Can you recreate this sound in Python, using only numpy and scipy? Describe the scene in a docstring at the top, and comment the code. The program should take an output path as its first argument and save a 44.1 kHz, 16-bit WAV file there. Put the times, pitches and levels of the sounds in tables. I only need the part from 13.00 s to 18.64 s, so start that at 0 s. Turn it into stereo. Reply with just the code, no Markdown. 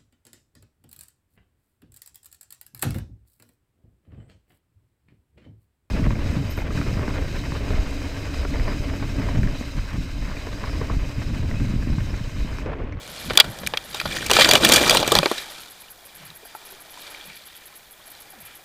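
"""Slaps of water and pouring spray hit a plastic case, the hardest clipping, as a wakeboarder falls.
The case is a body-worn waterproof camera's; its resonances colour each hit and turbulence rumbles on it.
Before the fall the wake rushes and the tow boat drones ahead. After it foam fizzes, air pockets glug,
drops fall from an arm and wavelets lap round the floating rider. The camera's circuits tick faintly
and very high over a steady hiss."""
import sys
import numpy as np
from scipy import signal
from scipy.fft import rfft, irfft, next_fast_len
from scipy.io import wavfile
from scipy.ndimage import uniform_filter1d

SR = 44100
rng = np.random.default_rng(int(sys.argv[2]) if len(sys.argv) > 2 else 0)


def output_pcm(signal):
    """Save a mono or channel-first signal as 16-bit PCM at the path in sys.argv[1].

    Samples are clipped to [-1, 1] before scaling.
    """
    pcm = np.clip(np.atleast_2d(signal).T, -1, 1) * 32767
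    wavfile.write(sys.argv[1], SR, np.round(pcm).astype(np.int16))


N = 248724

# Spray on the case, surging as the rider goes in. Each row: time in seconds, relative level in dB.
SPRAY_LEVEL = [(0.92, -49), (0.97, -34), (1.03, -43), (1.15, -30), (1.28, -36.5), (1.35, -19.5),
               (1.41, -15.5), (1.48, -22.5), (1.561, -20.5), (1.599, -31.5), (1.64, -17.5), (1.77, -21),
               (1.96, -22.5), (2.02, -28), (2.1, -29), (2.17, -24.5), (2.22, -36.5), (2.438, -40)]
SINKING_S, SUNK_S, SPRAY_TAIL_S = 1.42, 1.55, 2.19


def slaps(attack_s=0.00035, snap_s=0.00035, hold_s=0.0015, thud_t60_s=0.041, overtone_ratio=1.35):
    """Each lump of water lands with a snap and pushes briefly; case and trapped air then ring out."""
    # Each row: start in seconds, level in dB, thud and crack trims in dB, ring in Hz, t60 in seconds.
    lumps = [(0.299, -23, -4.5, -20, 2360, 0.028), (0.306, -29.5, 11, -18, 1400, 0.023),
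             (0.334, -30, 0, -1, 3060, .015), (0.354, -29, 0.5, -4, 1700, .015),
             (0.374, 4, -20, -6.5, 3454, 0.015), (0.387, -17, 1.5, -17, 1430, 0.094),
             (0.4002, 6, -16.5, -15, 3358, 0.026), (0.442, -32.5, 7, -6, 1470, 0.096),
             (0.587, -34, -18, 0, 3320, 0.024), (0.633, -40.5, 12, -13, 2290, 0.033),
             (0.664, -23.5, -34, -7, 2930, 0.031), (0.672, -18, -41, 0, 2420, 0.013),
             (0.7372, -20.5, 2, -24, 3560, 0.0079), (0.7723, -12.5, -37, -15, 3220, 0.019),
             (0.945, -25, -0.5, -5, 3750, 0.044), (0.9999, -16.5, -29, -17, 2466, 0.022),
             (1.013, -23, -8, -22, 1390, .021), (1.055, -24.5, 4.5, -14, 1450, .056),
             (1.2624, -24, -9, 1.5, 2310, .045), (1.2979, -21, 5.5, -3, 1770, 0.016),
             (1.305, -9.5, -37, -8.5, 3420, 0.0034), (1.313, -7, -6, -2.5, 2910, 0.013),
             (1.3335, -14, -24, -2, 3210, 0.035), (1.3667, -7, -7, -28, 1305, 0.026),
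             (1.388, -14.5, 6.5, -13, 3280, 0.12), (1.41, -8.5, -14, -23, 3140, 0.055),
             (1.418, -8.5, -28, -22, 3460, .026), (1.4456, -4.5, -26, -17, 3470, 0.023),
             (1.489, -11, -1, -4, 4590, .047), (1.511, -4, -19, -6.5, 3420, .031),
             (1.5345, -9.5, 0, 0.5, 2460, 0.014), (1.553, -5, -6, -10, 2930, 0.032),
             (1.648, -6, -11, -1, 3390, 0.024), (1.69, -19, 1, 7.5, 3880, 0.012),
             (1.72, -6, -9, -1.5, 3230, 0.044), (1.736, -12.5, -7, 3, 4630, 0.089),
             (1.7594, -8.5, -31, -3, 3420, 0.057), (1.8959, -5.5, -37, -4.5, 4790, 0.016),
             (1.908, -11.5, -5, -2.5, 3350, 0.035), (1.948, -16.5, 6.5, 3.5, 2450, 0.0075),
             (1.9706, -8, -10, -7.5, 4070, 0.023), (2.028, -18, 3.5, -24, 3330, 0.025),
             (2.0764, -14.5, -6.5, -2, 2300, 0.014), (2.119, -13, 4.5, 0, 3700, 0.038),
             (2.152, -8, -2.5, -5.5, 4060, 0.02), (2.168, -18, -2, -14, 2361, 0.025),
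             (2.1875, -5, -10, -6, 3390, 0.0056), (2.2303, -19.5, 6.5, -14, 2470, 0.04),
             (2.2581, -12, 0.5, -12.5, 2270, 0.012), (2.314, -23, 8.5, -2.5, 1330, 0.023),
             (2.38, -25, -16.5, -9, 3870, 0.062)]
    # The shell's thud drops as water loads it. Each row: time in seconds, centre in Hz.
    thud_pitch = [(0.8, 780), (1.6, 500)]
    out, t = np.zeros(N), np.arange(SR // 16) / SR
    push = (1 + 0.62 * np.exp(-t / snap_s)) * (1 - np.exp(-t / attack_s))
    noise = rng.standard_normal(N)
    shell = case(noise)
    _, clack_noise, crack_noise = registers(noise)

    def envelope(t60_s):
        return push * 1000 ** (-np.maximum(t - hold_s, 0) / t60_s)

    def burst(x, t60_s):
        return unit(x * envelope(t60_s)) * np.sqrt(np.mean(envelope(t60_s) ** 2))

    for start_s, level_db, thud_db, crack_db, ring_hz, t60_s in lumps:
        now = slice(int(start_s * SR), int(start_s * SR) + len(t))
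        phase = 2 * np.pi * ring_hz * t
        ring = (np.sin(phase) + undb(-8) * np.sin(overtone_ratio * phase)) * envelope(t60_s)
        thud_hz = np.interp(start_s, *np.transpose(thud_pitch))
        thud = burst(band(shell[now], thud_hz / 1.7, thud_hz * 2.14), thud_t60_s)
        clack = burst(clack_noise[now], t60_s)
        crack = burst(crack_noise[now], 0.71 * t60_s)  # treble dies first
        slap = undb(-0.5) * ring + undb(-2) * clack + undb(thud_db) * thud + undb(crack_db - 1) * crack
        add(out, start_s, undb(level_db) * slap)
    return out


def spray(clack_db=1, crack_db=-7, churn_db=(0, -2, -6)):
    """Dense drops drum on the case, churned with short-lived bubbles; more thud as the rider sinks."""
    level_db, = curves(SPRAY_LEVEL)
    start_s, end_s = SPRAY_LEVEL[0][0], SPRAY_LEVEL[-1][0]
    thud_db, = curves([(SINKING_S, -6.5), (SUNK_S, -0.5), (SPRAY_TAIL_S, -0.5), (end_s, -12)])
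    drumming = patter(per_s=1100, spread_db=2.5, t60_s=0.01) * rng.standard_normal(N)
    churn = swarm(start_s, end_s, 290, 10000, cycles=15, range_db=22, count=1600)
    out, wet = np.zeros(N), slice(int(start_s * SR), int(end_s * SR))
    parts = zip(registers(drumming), registers(churn), (thud_db, clack_db, crack_db), churn_db)
    for drops, bubbles, part_db, bubbles_db in parts:
        mix = unit(drops[wet]) + undb(bubbles_db) * unit(bubbles[wet])
        out[wet] += undb(level_db + part_db)[wet] * unit(mix)
    return out


def case(x):
    """The plastic case passes sound and adds short resonances of its walls and the air inside."""
    # Each row: centre in Hz, width in Hz, gain in dB.
    modes = [(194, 120, -3.5), (335, 34, 0.5), (565, 185, -0.5), (844, 65, -9), (1320, 20, -36),
             (1836, 390, 1.5), (2373, 66, 11.5), (2920, 150, -18), (3336, 870, 2), (3920, 250, -11),
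             (4740, 175, 7.5), (6240, 920, -16), (7120, 300, -2), (8430, 840, 3.5)]
    return x + sum(undb(db) * signal.lfilter(*signal.iirpeak(hz, hz / width_hz, SR), x)
                   for hz, width_hz, db in modes)


def registers(x):
    """A push on the case in three parts: thud of the shell, clack of the walls, crack of the water."""
    # Water bursting right at the microphone. Each row: frequency in Hz, gain in dB.
    crack_spectrum = [(3000, -57), (4900, -5), (5600, 3), (7000, 0.5), (9000, -5), (10200, -4), (12500, -3),
                      (15300, -6.5)]
    x = case(x)
    return band(x, 93, 960), band(x, 1218, 4730, order=5), colour(x, crack_spectrum)


def water(fizz_gain_db=0.57, slosh_gain_db=-1):
    """Foam fizzes in tiny bursts; wavelets slosh, fold in small bubbles and wash against the case."""
    # Spectra of foam and of sloshing. Each row: frequency in Hz, gain in dB.
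    foam_spectrum = [(590, -10), (1000, -7.5), (1120, -9), (1340, -1.5), (1910, -9), (2120, -6.5),
                     (2360, 1), (2620, -7), (3330, 0), (4370, -2.5), (4760, -5.5), (5350, -7),
                     (10000, -12.5), (13000, -16), (22000, -120)]
    slosh_spectrum = [(40, 0), (100, -13.5), (160, -9.5), (230, -9), (310, -2.5), (420, -2.5), (580, -1.5),
                      (800, 0.5), (1120, -5), (1500, -4), (1950, -3), (3300, -54)]
    fizz_level, slosh_level, wash_level = agitation()
    foam = rng.standard_normal(N) * patter(per_s=2500, spread_db=2.5, t60_s=0.016)
    beads = unit(case(swarm(0, N / SR, 1515, 4950, cycles=32, range_db=22, count=900)))
    lapping = unit(band(case(rng.standard_normal(N)), 1600, 5900)) * unit(undb(4.5 * walk(7.3)))
    wash = unit(band(case(rng.standard_normal(N)), 1440, 3000))  # hollow ring under a wavelet
    fizz = unit(colour(foam, foam_spectrum)) * undb(1.5 * walk(6.4))
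    fizz = unit(fizz + undb(-9) * beads + undb(-7) * lapping)
    slosh = unit(colour(rng.standard_normal(N), slosh_spectrum)) * undb(0.57 * walk(26))
    gurgle = swarm(0, N / SR, 518, 1650, cycles=24, range_db=32, count=800)
    slosh = unit(slosh + undb(-7) * gurgle)
    return (undb(fizz_gain_db) * fizz_level * fizz + undb(slosh_gain_db) * slosh_level * slosh
            + wash_level * wash)


def agitation(foam_peak_s=2.29, foam_rise_db_per_s=42, foam_fade_db_per_s=29.5, wake_fade_db_per_s=11):
    """Envelopes of fizz, slosh and wash: wake, dying foam, calm lake and wavelets add in power."""
    # The board's wake until the fall. Each row: time in seconds, relative fizz and slosh in dB.
    wake = [(0.0, -46.5, -45.5), (0.242, -39.5, -45), (0.468, -41.5, -39.5), (0.78, -45.5, -42),
            (0.92, -40, -45.5)]
    # Wavelets and the arm's splash.
    # Each row: crest and length in seconds, relative fizz, slosh and wash in dB.
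    wavelets = [(3.238, 0.13, -52, -54.5, -51), (3.46, 0.093, -65, -55, -61),
                (3.704, 0.41, -51.5, -53, -60), (4.102, 0.23, -46.5, -48, -52.5),
                (4.32, 0.058, -58, -72, -48), (4.52, 0.67, -52, -73, -56.5), (5.12, 0.19, -55, -55, -60),
                (5.33, 0.1, -69, -56, -66), (5.475, 0.16, -52.5, -58, -51)]
    t = np.arange(N) / SR
    wake_fade_db = wake_fade_db_per_s * np.maximum(t - wake[-1][0], 0)
    wake_fizz_db, wake_slosh_db = np.array(curves(wake)) - wake_fade_db
    foam_age_s = t - foam_peak_s
    foam_db = -35 - np.maximum(-foam_rise_db_per_s * foam_age_s, foam_fade_db_per_s * foam_age_s)
    calm_fizz_db, calm_slosh_db = -55.5, -54.5
    fizz_power = undb(wake_fizz_db) ** 2 + undb(foam_db) ** 2 + undb(calm_fizz_db) ** 2
    slosh_power = undb(wake_slosh_db - 2) ** 2 + undb(foam_db - 6.5) ** 2 + undb(calm_slosh_db) ** 2
    crest_s, length_s, *levels_db = np.transpose(wavelets)
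    return [np.sqrt(power + swells(zip(crest_s, length_s, db)))
            for power, db in zip((fizz_power, slosh_power, 0), levels_db)]


def turbulence(ride_db=-49, plunge_db=-32, afloat_db=-65, boom_db=-13):
    """Turbulent flow rumbles on the case, most in the plunge; submerged, it booms with the spray."""
    # Gusts as the rider tumbles. Each row: crest in seconds, length in seconds, level in dB.
    gusts = [(0.3, 0.078, -33), (0.48, 0.045, -30.5), (0.66, 0.087, -39), (1.08, 0.045, -33.5),
             (2.17, 0.057, -26.5)]
    flow_db, = curves([(1.0, ride_db), (1.3, plunge_db), (2.05, plunge_db - 4.5), (2.42, afloat_db)])
    rumble = band(case(rng.standard_normal(N)), 18, 130, order=1)
    rumble = unit(band(rumble, 3, 280, order=3))
    spray_db, = curves(SPRAY_LEVEL)
    submerged, = curves([(SINKING_S, 0), (SUNK_S, 1), (SPRAY_TAIL_S, 1), (SPRAY_LEVEL[-1][0], 0)])
    boom = submerged * undb(spray_db + boom_db) * unit(band(rng.standard_normal(N), 70, 330))
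    return np.sqrt(undb(flow_db) ** 2 + swells(gusts)) * rumble + boom


def plops(t60_at_1khz_s=0.032, t60_exponent=0.75, splash_db=-11):
    """Short pitched plops: bubbles, falling drops, a small slap and water ringing the case."""
    # Each row: start in seconds, level in dB, pitch in Hz.
    plop_rows = [(0.181, -25, 4250), (1.167, -20, 1780), (1.226, -22, 1500), (1.453, -9, 1700),
                 (2.884, -35.5, 2840), (3.303, -30, 3810), (3.43, -39, 423), (3.454, -40, 673),
                 (3.55, -26.5, 855), (3.55, -32, 1310), (3.973, -33, 975), (4.067, -28.5, 3500),
                 (4.147, -25.5, 2320), (4.274, -37, 3370), (4.3, -29.5, 2340), (4.368, -35, 3380),
                 (4.551, -33, 3260), (5.151, -33, 3940), (5.335, -39, 740)]
    out, noise = np.zeros(N), rng.standard_normal(N)
    for start_s, level_db, hz in plop_rows:
        t60_s = t60_at_1khz_s * (1000 / hz) ** t60_exponent  # low ones ring longer
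        ring = bubble(hz, t60_s, rise=0.057)
        decay = 1000 ** (-np.arange(len(ring)) / SR / t60_s)
        splash = noise[int(start_s * SR):][:len(ring)]
        splash = unit(band(splash, hz / 1.9, hz * 1.57)) * decay
        add(out, start_s, undb(level_db) * (ring + undb(splash_db) * splash))
    return out


def gulps(width_hz=36, gain_db=1):
    """Large air pockets glug against the case, each swelling and throbbing unevenly round its pitch."""
    # Each row: crest and length in seconds, relative level in dB, pitch in Hz, glide in octaves/s.
    pockets = [(0.294, 0.02, -27, 235, 2.5), (0.345, 0.027, -33, 329, 0), (0.48, 0.046, -38, 180, -8.5),
               (0.63, 0.026, -34, 196.4, -1), (2.175, 0.048, -24.5, 170.4, 0.5),
               (3.26, 0.1, -47.5, 152.7, -1), (3.732, 0.053, -52, 395, 0.5), (4.29, 0.034, -50, 172, -2),
               (5.38, .06, -54, 240, -10), (5.46, .06, -54.5, 105.4, -8.5)]
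    out, t = np.zeros(N), np.arange(N) / SR
    throb = unit(band(rng.standard_normal((2, N)), width_hz / 10, width_hz, order=1))
    throb = uniform_filter1d(throb, int(SR / width_hz / 2))
    for crest_s, length_s, level_db, hz, octaves_per_s in pockets:
        now = np.abs(t - crest_s) < 2 * length_s
        phase = 2 * np.pi * np.cumsum(hz * 2 ** (octaves_per_s * (t[now] - crest_s))) / SR
        envelope = np.sqrt(swells([(crest_s, length_s, level_db + gain_db)])[now])
        out[now] += envelope * (throb[0, now] * np.sin(phase) + throb[1, now] * np.cos(phase))
    return out


def drips(start_s=4.0, end_s=4.58):
    """Water runs off the raised arm and lands as small bright drops, loudest at the start."""
    level_db, = curves([(start_s, -49), (end_s, -55)])
    return undb(level_db) * swarm(start_s, end_s, 2930, 4700, cycles=11, range_db=12, count=130)


def boat(centre_hz=570, width_hz=180, level_db=-48, turn_s=0.55, fade_db_per_s=45):
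    """The engine ahead: a narrow, blurred drone, lost once the rider turns away."""
    fade_db = fade_db_per_s * np.maximum(np.arange(N) / SR - turn_s, 0)
    drone = band(rng.standard_normal(N), centre_hz - width_hz / 2, centre_hz + width_hz / 2)
    return undb(level_db - fade_db) * unit(drone)


def electronics(period_s=0.1, whine_hz=11220, pip_spacing_s=0.0078, pip_s=0.0053, hiss_db=-54.5):
    """The camera's circuits leak ticks, each three quick pips and a rasp, over preamplifier hiss."""
    # Runs of evenly spaced ticks. Each row: first and last tick in seconds.
    runs = [(.099, .2), (.25, .35), (.5, .6), (.846, .85), (.897, 1.0), (1.05, 1.05), (2.302, 2.9),
            (3.051, 3.65), (3.702, 4.1), (4.255, 4.75), (4.909, 4.91), (5.059, 5.06), (5.102, 5.4),
            (5.452, 5.55)]
    rasp_hz_db = [(6000, -18), (8300, -7), (9050, -1), (9500, -8), (10500, -7), (11800, 5.5),
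                  (13300, -1), (15300, -4.5)]
    pips, rasp_gate = np.zeros(N), np.zeros(N)
    t = np.arange(int(pip_s * SR)) / SR
    ticks_s = np.concatenate([np.arange(first, last + period_s / 2, period_s) for first, last in runs])
    for tick_s in ticks_s:
        for k, (pip_db, detune) in enumerate(rng.standard_normal((3, 2))):
            pip = np.sin(2 * np.pi * (whine_hz + 40 * detune) * t) * signal.windows.tukey(len(t), 0.4)
            add(pips, tick_s + k * pip_spacing_s, undb(pip_db) * pip)
        add(rasp_gate, tick_s - 0.004, signal.windows.tukey(int(0.033 * SR), 0.4))
    rasp = rng.standard_normal(N) * patter(per_s=700, spread_db=-2, t60_s=0.0047)
    leak = undb(-43) * pips + undb(-48) * rasp_gate * unit(colour(rasp, rasp_hz_db))
    hiss = rng.standard_normal((2, N)) + 1.3 * rng.standard_normal(N)  # per channel plus common
    hiss = unit(band(hiss, 6800, 19000, order=1))
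    return undb([[-4], [4]]) * leak + undb(hiss_db) * hiss  # ticks louder on the right


def bubble(hz, t60_s, rise):
    """A decaying tone that climbs in pitch, like an air pocket nearing the surface."""
    t = np.arange(int(t60_s * SR)) / SR
    tone = np.sin(2 * np.pi * hz * (t + rise * t * t / t60_s))
    return tone * 1000 ** (-t / t60_s) * (1 - np.exp(-2 * hz * t))


def swarm(start_s, end_s, lo_hz, hi_hz, cycles, range_db, count):
    """Bubbles of random size and onset; one of 1 kHz rings for about `cycles` periods."""
    out, span_s = np.zeros(N), end_s - start_s
    for when, pitch, softness, life in rng.random((count, 4)):
        hz = lo_hz * (hi_hz / lo_hz) ** pitch
        t60_s = cycles * (0.5 + life) / np.sqrt(hz * 1000)
        add(out, start_s + when * span_s, undb(-range_db * softness) * bubble(hz, t60_s, rise=0.071))
    return unit(out) * np.sqrt(span_s * SR / N)


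def patter(per_s, spread_db, t60_s):
    """Envelope of overlapping random impacts of uneven size, each dying away."""
    hits = rng.random(N) < per_s / SR
    sizes = undb(spread_db * np.minimum(rng.exponential(size=N), 2 * np.pi))
    pole = np.exp(-2 * np.log(1000) / (t60_s * SR))
    power = signal.lfilter([1], [1, -pole], (hits * sizes) ** 2)
    return unit(np.sqrt(power + 1e-12))


def swells(rows):
    """Summed power of bell-shaped swells; length is the width at half power."""
    t = np.arange(N) / SR
    return sum(undb(db) ** 2 * 0.5 ** np.minimum((2 * (t - crest_s) / length_s) ** 2, 100)
               for crest_s, length_s, db in rows)


def walk(rate_hz):
    """Random values joined by ramps, rms 1."""
    hold = int(SR / rate_hz)
    steps = np.repeat(rng.standard_normal(N // hold + 1), hold)
    return unit(uniform_filter1d(steps, hold)[:N])


def colour(x, spectrum):
    """Shape x by (Hz, dB) points."""
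    hz, db = np.transpose(spectrum)
    size = next_fast_len(N)
    bins_hz = np.maximum(np.fft.rfftfreq(size, 1 / SR), 1)
    gain = undb(np.interp(np.log(bins_hz), np.log(hz), db))
    return irfft(rfft(x, size) * gain, size)[:N]


def band(x, lo_hz, hi_hz, order=2):
    """Causal band-pass."""
    return signal.sosfilt(signal.butter(order, [lo_hz, hi_hz], "band", fs=SR, output="sos"), x)


def curves(rows):
    """Interpolate (seconds, values..) rows to one per-sample curve a value column."""
    times_s, *columns = np.transpose(rows)
    return [np.interp(np.arange(N) / SR, times_s, column) for column in columns]


def add(out, start_s, x):
    """Mix x into out."""
    i = int(max(start_s, 0) * SR)
    out[i:i + len(x)] += x[:max(N - i, 0)]


def unit(x):
    """Scale to rms 1."""
    return x / np.sqrt(np.mean(x ** 2) + 1e-20)


def undb(db):
    """Decibels to gain."""
    return 10 ** (np.asarray(db) / 20)


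def scene():
    """One microphone inside the case feeds both channels; only circuit noise differs between them."""
    return (slaps() + spray() + water() + turbulence() + plops() + gulps() + drips() + boat()
            + electronics())


def record(dry):
    """The hardest slaps overload the microphone and clip softly; a steep low-pass cuts the top."""
    cutoff_hz = 15450
    clipped = dry / (1 + np.abs(dry) ** 8) ** (1 / 8)
    return signal.sosfilt(signal.ellip(10, 0.2, 70, cutoff_hz, fs=SR, output="sos"), clipped)


dry = scene()
out = record(dry)
output_pcm(out)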